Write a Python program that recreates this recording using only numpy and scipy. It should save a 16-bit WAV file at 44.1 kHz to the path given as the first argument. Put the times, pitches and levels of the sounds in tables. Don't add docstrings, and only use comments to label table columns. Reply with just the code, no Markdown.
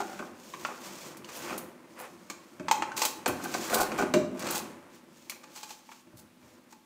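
import sys
import numpy as np
from scipy import signal
from scipy.fft import rfft, irfft
from scipy.io import wavfile

SR = 44100
rng = np.random.default_rng(int(sys.argv[2]) if len(sys.argv) > 2 else 0)


def log_audio(samples):
    frames = np.atleast_2d(samples).T
    limited = np.clip(frames, -1, 1)
    pcm = np.round(limited * 32767).astype(np.int16)
    wavfile.write(sys.argv[1], SR, pcm)


N = 302085
TIME = np.arange(N) / SR

# freq_hz, level_db_per_hz
QUIET_SPECTRUM = [(30, -41), (90, 0), (240, 21), (500, 0.5), (2000, 3), (4000, 1), (10000, -5), (15000, -7)]
# time_s, level_db
HAND_EFFORT = [(0.0, -42), (.4, -51.5), (1.3, -48), (1.52, -37), (1.75, -53.5), (2.57, -54.5),
               (2.74, -43.5), (3.2, -49), (3.45, -42), (3.97, -36.5), (4.28, -54.5), (4.47, -32.5),
               (4.8, -51), (5.12, -58), (5.5, -54.5), (6.0, -65), (6.2, -58), (6.36, -63), (6.56, -58),
               (6.85, -63.5)]
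# freq_hz, level_db_per_hz
RUMBLE_SPECTRUM = [(25, -54), (62, -49), (85, -5.5), (115, -10.5), (165, 1), (235, 2), (285, -0.5),
                   (350, 5.5), (450, -9.5), (900, -35.5)]
# freq_hz, level_db_per_hz
RUB_SPECTRUM = [(250, -24.5), (520, 10), (750, 2), (950, 5.5), (1500, 0.5), (2400, -3), (4000, -16),
                (9000, -16.5), (15000, -30)]
# freq_hz, level_db, t60_s
TUB_MODES = [(93, -28, 0.45), (176, -7.5, .13), (210, -7.5, .09), (246, -1.5, 0.12), (288, -5, .09),
             (314, -4.5, 0.11), (353, -2.5, 0.14), (394, -7, 0.09), (533, -12, 0.2), (591, -9, .22),
             (624, -2.5, 0.13)]
# start_s, end_s, hiss_db, rub_db
GLIDES = [(0.0, 0.274, -48, -55), (0.38, 0.645, -48, -79), (0.613, 0.753, -44.5, -42),
          (0.798, 1.127, -42, -44), (1.31, 1.555, -39, -41), (1.872, 2.585, -58.5, -61.5),
          (2.002, 2.05, -67, -35), (3.007, 3.058, -26.5, -31), (3.37, 3.538, -42.5, -68),
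          (3.527, 3.698, -35, -40), (3.707, 3.836, -50, -28.5), (3.97, 4.066, -70, -32.5),
          (4.937, 4.967, -49.5, -52), (5.112, 5.34, -55.5, -74), (5.523, 5.786, -48, -78),
          (5.86, 6.003, -50.5, -74), (6.426, 6.564, -57.5, -58.5)]
# freq_hz, level_db_per_hz
HISS_SPECTRUM = [(1000, 0), (2700, 14.5), (4000, 14), (6800, 16.5), (8200, 12), (10000, 5.5), (15000, 7)]
# freq_hz, level_db, t60_s
ELBOW_MODES = [(202.5, -72.5, .13), (769, -68.5, 0.066), (1425, -68, .025)]
# peak_s, rise_s, strength_db, brightness_db, judder_db
SCRAPES = [(.004, 0.076, -47.5, -5.5, -66), (.71, 0.039, -69, -23, -72.5), (1.38, .06, -62.5, 16.5, -79),
           (1.518, 0.065, -56.5, -18, -67.5), (2.002, 0.021, -55, 11, -77), (2.971, 0.0078, -36, -0.5, -71),
           (3.046, 0.063, -36.5, -1.5, -87), (3.452, 0.02, -50, -9.5, -72), (3.745, 0.063, -39, 2.5, -56),
           (3.815, 0.043, -37, 3, -59.5), (4, 0.029, -43.5, -3, -60.5), (4.513, 0.15, -42, -5, -79),
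           (4.574, 0.07, -39.5, 2, -66.5), (5.44, 0.008, -57, -6.5, -100), (5.576, 0.03, -46, -1.5, -100),
           (5.705, 0.036, -52, -1.5, -100), (6.19, 0.035, -61.5, 6.5, -100), (6.724, 0.039, -63.5, 0, -99)]
# freq_hz, level_db, t60_s
PIPEWORK_MODES = [(222, -3.5, 0.072), (393, -2, 0.13), (500, -3, 0.1), (730, 4, 0.05), (846, 1.5, 0.045),
                  (1050, 3.5, 0.024), (1223, 1, 0.04), (1450, 3.5, 0.035), (1558, 1, 0.044)]
# freq_hz, level_db_per_hz
CLACK_SPECTRUM = [(100, -36.5), (220, 10.5), (500, -1), (800, -3), (1100, 4.5), (1450, 0.5), (1900, -1.5),
                  (2400, 1), (3400, -14.5), (7000, -89.5)]
# freq_hz, level_db_per_hz
TICK_SPECTRUM = [(1200, -11.5), (2700, -2), (4200, 9), (5300, 7), (6400, 10), (8300, 4.5), (9800, -38),
                 (15000, -19)]
# freq_hz, level_db_per_hz
EDGE_SPECTRUM = [(5000, -21), (9000, 9.5), (11000, 9), (15000, 8.5)]
# time_s, boom_db, wall_strength_db
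THUMPS = [(0.191, -34, -50.5), (2.597, -28, -54.5), (3.279, -23.5, -37.5), (3.718, -44, -50.5),
          (3.9861, -35, -44.5), (4.024, -20, -42.5), (4.1385, -14, -30.5), (4.1584, -14, -50),
          (4.312, -32.5, -68), (6.069, -48, -75), (6.128, -43.5, -83), (6.426, -49, -74)]
# time_s, level_db
TAPS = [(.193, -44), (.203, -46), (.224, -44), (3.262, -31.5), (3.296, -35.5), (3.4, -48.5), (3.456, -38),
        (3.548, -35.5), (3.718, -38), (3.755, -33.5), (3.92, -41.5), (3.987, -33), (4.022, -30.5),
        (6.128, -63.5)]
# time_s, strength_db, brightness_db, air_ring_db, air_pitch_hz
KNOCKS = [(0.537, -56.5, -22, -22, 1070), (0.649, -44.5, -19.5, -18.5, 1390),
          (1.2453, -50.5, -4, -28, 2920), (2.683, -39, -11, -13.5, 943), (2.712, -26.5, -5, -3.5, 894),
          (2.822, -40, -16, -12.5, 908), (2.918, -54, -10, -22, 1510), (3.018, -32, -7, -14.5, 902),
          (3.2597, -31, -7.5, -19, 917), (3.54, -35, -5.5, -19, 1510), (5.297, -38, 3.5, -23, 2260),
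          (5.319, -53.5, -13.5, -34, 2480), (5.631, -43.5, -3.5, -35, 863), (5.706, -45.5, -3, -34, 856),
          (5.890, -68, -17, -34.5, 920), (5.916, -58, -16, -36.5, 950), (6.726, -59, -7, -39.5, 885)]
# ratio_to_air_pitch, level_db, cycles_to_fall_60_db
PIPE_PARTIALS = [(1.002, 3.5, 23), (1.149, -11.5, 50), (1.62, -31, 46), (1.87, -15, 33), (2.35, -18, 48),
                 (3.6, -9, 70), (4.6, -18, 71)]
# time_s, strength_db, brightness_db
CLICKS = [(0.858, -48, 1), (1.1704, -47, 2.5), (1.2892, -45.5, -7), (1.579, -40.5, 10.5),
          (2.2999, -37, -5.5), (3.052, -24, 2), (3.278, -40.5, 15), (3.44, -42.5, 8.5), (3.744, -24.5, 4.5),
          (3.802, -40, 12), (3.918, -42.5, -12.5), (3.979, -48, 5), (4.394, -41, 3.5), (4.508, -39.5, 13.5)]
# time_s, level_db
BUMPS = [(2.6, -50), (3.28, -41.5), (6.135, -52), (6.424, -62)]
# time_s, level_db
BRUSHES = [(5.439, -53), (5.63, -55.5), (5.708, -55.5), (5.775, -59)]
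# freq_hz, t60_s
ROOM_DECAY = [(100, 0.78), (260, 0.77), (700, 0.75), (1900, 0.45), (5000, 0.45), (13000, 0.34)]

BORE_HZ, BORE_T60_S = 858, 0.26


def from_db(db):
    return 10 ** (np.asarray(db) / 20)


def rms_one(x):
    return x / np.sqrt(np.mean(x ** 2) + 1e-20)


def at_hz(points, hz):
    known_hz, values = np.transpose(points)
    return np.interp(np.log(np.maximum(hz, 1)), np.log(known_hz), values)


def colour(x, spectrum, size=4096):
    gain = rms_one(from_db(at_hz(spectrum, np.linspace(0, SR / 2, size // 2 + 1))))
    cepstrum = irfft(np.log(gain))[:size // 2]
    cepstrum[1:] *= 2
    response = irfft(np.exp(rfft(cepstrum, size)))
    return signal.oaconvolve(x, response)[:N]


def band(x, hz, kind):
    return signal.sosfilt(signal.butter(2, hz, kind, fs=SR, output="sos"), x + 1e-18)


def ring(x, hz, t60_s):
    radius = from_db(-60 / (t60_s * SR))
    angle = 2 * np.pi * hz / SR
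    return signal.lfilter([0, np.sin(angle)], [1, -2 * radius * np.cos(angle), radius ** 2], x + 1e-18)


def add(track, time_s, sound):
    at = max(round(time_s * SR), 0)
    track[..., at:at + sound.shape[-1]] += sound[..., :N - at]


def impulses(events):
    force = np.zeros(N)
    for time_s, level_db in events:
        add(force, time_s, from_db([level_db]))
    return force


def friction(slips_per_s, slip_share, uneven_db, uneven_hz):
    slips = rms_one((rng.random(N) < slips_per_s / SR) * rng.uniform(-1.19, 1, N))
    force = np.sqrt(slip_share) * slips + np.sqrt(1 - slip_share) * rng.standard_normal(N)
    pressure = np.interp(TIME * uneven_hz, np.arange(N), rng.uniform(-1.33, 1.55, N))
    return rms_one(force * from_db(uneven_db * pressure))


def registers(strength_db, brightness_db, tick_db):
    return np.array([strength_db - brightness_db, strength_db + tick_db, strength_db + brightness_db])


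def contact(levels_db, t60_s, snap, size=8192):
    shiver = rng.standard_normal(size) * from_db(-60 * TIME[:size] / t60_s)
    shiver[0] = snap
    return np.outer(from_db(levels_db), shiver)


def plastic(drive):
    spectra = (CLACK_SPECTRUM, TICK_SPECTRUM, EDGE_SPECTRUM)
    return sum(colour(row, spectrum) for row, spectrum in zip(drive, spectra))


def pipework(force, wander_per_s=30, wander_db=8):
    answer = np.zeros(N)
    wander_points = rng.uniform(-1, 1, (len(PIPEWORK_MODES), N // 100))
    for k, ((hz, level_db, t60_s), points) in enumerate(zip(PIPEWORK_MODES, wander_points)):
        mix = np.interp(TIME * wander_per_s, np.arange(len(points)), points)
        drive = force * from_db(level_db + wander_db * mix)
        answer += (-1) ** k * ring(drive, hz, t60_s)
    return answer


def quiet(hum_hz=248, hum_t60_s=0.5):
    rush = colour(rng.standard_normal(N), QUIET_SPECTRUM)
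    hum = rms_one(ring(rng.standard_normal(N), hum_hz, hum_t60_s))
    return from_db(-65.0) * rush + from_db(-66.5) * hum


def hands():
    effort = from_db(np.interp(TIME, *np.transpose(HAND_EFFORT)))
    grip = friction(slips_per_s=280, slip_share=0.13, uneven_db=4.0, uneven_hz=40.3)
    skin = friction(slips_per_s=390, slip_share=0.4, uneven_db=-0.5, uneven_hz=93.3)
    rumble = colour(effort * grip, RUMBLE_SPECTRUM)
    rub = colour(effort * skin, RUB_SPECTRUM)
    hum = np.zeros(N)
    for hz, level_db, t60_s in TUB_MODES:
        hum += from_db(level_db) * np.gradient(ring(rumble, hz, t60_s)) / (hz * np.sqrt(t60_s))
    return from_db(-2.5) * rumble + from_db(5.0) * hum + from_db(-2.5) * rub


def glides(ramp_s=0.11):
    force = np.zeros((2, N))
    for start_s, end_s, *levels_db in GLIDES:
        motion = np.clip(np.minimum(TIME - start_s, end_s - TIME) / ramp_s + 0.5, 0, 1)
        force += np.outer(from_db(levels_db), motion)
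    hiss, rub = (row * friction(slips_per_s=450, slip_share=0.25, uneven_db=2.2, uneven_hz=70)
                 for row in force)
    return colour(hiss, HISS_SPECTRUM) + colour(rub, RUB_SPECTRUM)


def elbow(turn_s=0.34, lowest_hz=150):
    grains = friction(slips_per_s=200, slip_share=0.8, uneven_db=3, uneven_hz=40)
    fade = np.sqrt(np.maximum(1 - TIME / turn_s, 0))
    force = band(grains * fade, lowest_hz, "high")
    return sum(from_db(level_db) * ring(force, hz, t60_s) for hz, level_db, t60_s in ELBOW_MODES)


def scrapes(fade_s=0.021, air_db=-27.5, lowest_hz=750):
    force = np.zeros((5, N))
    for peak_s, rise_s, strength_db, brightness_db, judder_db in SCRAPES:
        rise = np.interp(TIME, [peak_s - rise_s, peak_s], [0, 1])
        stroke = rise * np.exp(-np.maximum(TIME - peak_s, 0) / fade_s)
        wall_db = registers(strength_db, brightness_db, tick_db=3.0)
        force += np.outer(from_db([*wall_db, strength_db + air_db, judder_db]), stroke)
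    *wall, breeze, judder = force
    grit = friction(slips_per_s=900, slip_share=0.6, uneven_db=3.8, uneven_hz=150)
    jerks = friction(slips_per_s=170, slip_share=0.9, uneven_db=1.5, uneven_hz=60)
    stir = breeze * grit
    bore = from_db(-3) * ring(stir, BORE_HZ, BORE_T60_S)
    overtone = from_db(-9) * ring(stir, 2330, t60_s=0.03)
    mouth = ring(stir, 1030, t60_s=0.013)
    scraped_wall = band(plastic(np.array(wall) * grit), lowest_hz, "high")
    return scraped_wall + bore + overtone - mouth + pipework(judder * jerks)


def thumps(boom_db=-6.0, swell_s=0.0015, lowest_hz=130, softening=0.16, spot_db=4.5):
    wall, boom, t = np.zeros((3, N)), np.zeros(N), TIME[:SR // 2]
    hz, mode_db, t60_s = np.transpose(TUB_MODES)
    decay = from_db(-60 * np.outer(1 / t60_s, t))
    modes = np.sin(2 * np.pi * np.outer(hz, t)) * decay * (1 - np.exp(-t / swell_s))
    octaves = np.log2(hz / hz[np.argmax(mode_db)])
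    signs = (-1) ** np.arange(len(hz))
    spots = rng.uniform(-0.78, 1, (len(THUMPS), len(hz)))
    for (time_s, blow_db, strength_db), spot in zip(THUMPS, spots):
        brightness_db = -6 + 0.19 * blow_db
        wall_db = registers(strength_db, brightness_db, tick_db=0.5)
        add(wall, time_s, contact(wall_db, t60_s=0.057, snap=3.5))
        levels_db = boom_db + blow_db + mode_db + softening * blow_db * octaves + spot_db * spot
        add(boom, time_s, (signs * from_db(levels_db)) @ modes)
    return plastic(wall) + band(boom, lowest_hz, "high")


def taps():
    return pipework(impulses(TAPS))


def knocks(air_db=-2.0, swell_cycles=1.76, bore_db=-61, lowest_hz=560, top_hz=3600, size=8192):
    wall, air, t = np.zeros((3, N)), np.zeros(N), TIME[:size]
    for time_s, strength_db, brightness_db, ring_db, pitch_hz in KNOCKS:
        wall_db = registers(strength_db, brightness_db, tick_db=4.5)
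        add(wall, time_s, contact(wall_db, t60_s=0.062, snap=0.99))
        tone = np.zeros(size)
        for ratio, level_db, cycles in PIPE_PARTIALS:
            hz = pitch_hz * ratio
            tone += from_db(level_db - 60 * t * hz / cycles) * np.sin(2 * np.pi * hz * t)
        swell = 1 - np.exp(-t * pitch_hz / swell_cycles)
        add(air, time_s, from_db(ring_db + air_db) * tone * swell)
    crack = band(plastic(wall), lowest_hz, "high")
    pop = band(air, top_hz, "low")
    return crack + pop + from_db(bore_db) * ring(air, BORE_HZ, BORE_T60_S)


def clicks():
    wall = np.zeros((3, N))
    for time_s, strength_db, brightness_db in CLICKS:
        wall_db = registers(strength_db, brightness_db, tick_db=2.5)
        add(wall, time_s, contact(wall_db, t60_s=0.069, snap=6.1))
    return plastic(wall)


def bumps(lowest_hz=78, top_hz=150, t60_s=0.48):
    level = np.zeros(N)
    for time_s, level_db in BUMPS:
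        level += from_db(level_db - 60 * np.maximum(TIME - time_s, 0) / t60_s) * (TIME > time_s)
    shudder = band(level * rng.standard_normal(N), [lowest_hz, top_hz], "band")
    return shudder * np.sqrt(SR / 2 / top_hz)


def singing_bore():
    return ring(impulses(BRUSHES), BORE_HZ, BORE_T60_S)


def bathroom(x, gap_s=0.0016, swell_s=0.00084, count=9):
    t = TIME[:SR * 3 // 4]
    white = rfft(rng.standard_normal(len(t)))
    hz = np.linspace(0, SR / 2, len(t) // 2 + 1)
    centres_hz = np.geomspace(60, 15000, count)
    tail = np.zeros(len(t))
    for centre_hz, pick in zip(centres_hz, np.eye(count)):
        noise_band = irfft(white * at_hz(np.c_[centres_hz, pick], hz), len(t))
        tail += noise_band * from_db(-60 * t / at_hz(ROOM_DECAY, centre_hz))
    tail *= 1 - np.exp(-np.maximum(t - gap_s, 0) / swell_s)
    return signal.oaconvolve(x, tail / np.linalg.norm(tail))[:N]


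def scene():
    rubbing = from_db(-3.5) * hands() + from_db(-7.0) * glides() + elbow() + scrapes()
    thump = from_db(1.5) * thumps()
    knock = taps() + from_db(-1.0) * knocks()
    click = from_db(-3.5) * clicks()
    direct = rubbing + thump + knock + click
    echoing = from_db(-9.0) * rubbing + from_db(-4.5) * thump + from_db(-7) * knock + from_db(-6.5) * click
    mix = quiet() + direct + bathroom(echoing) + bumps() + singing_bore()
    return mix[None]


def record(dry):
    cutoff_hz, ripple_db, stop_db = 15600, 0.1, 80
    return signal.sosfilt(signal.ellip(12, ripple_db, stop_db, cutoff_hz, fs=SR, output="sos"), dry)


dry = scene()
out = record(dry)
log_audio(out)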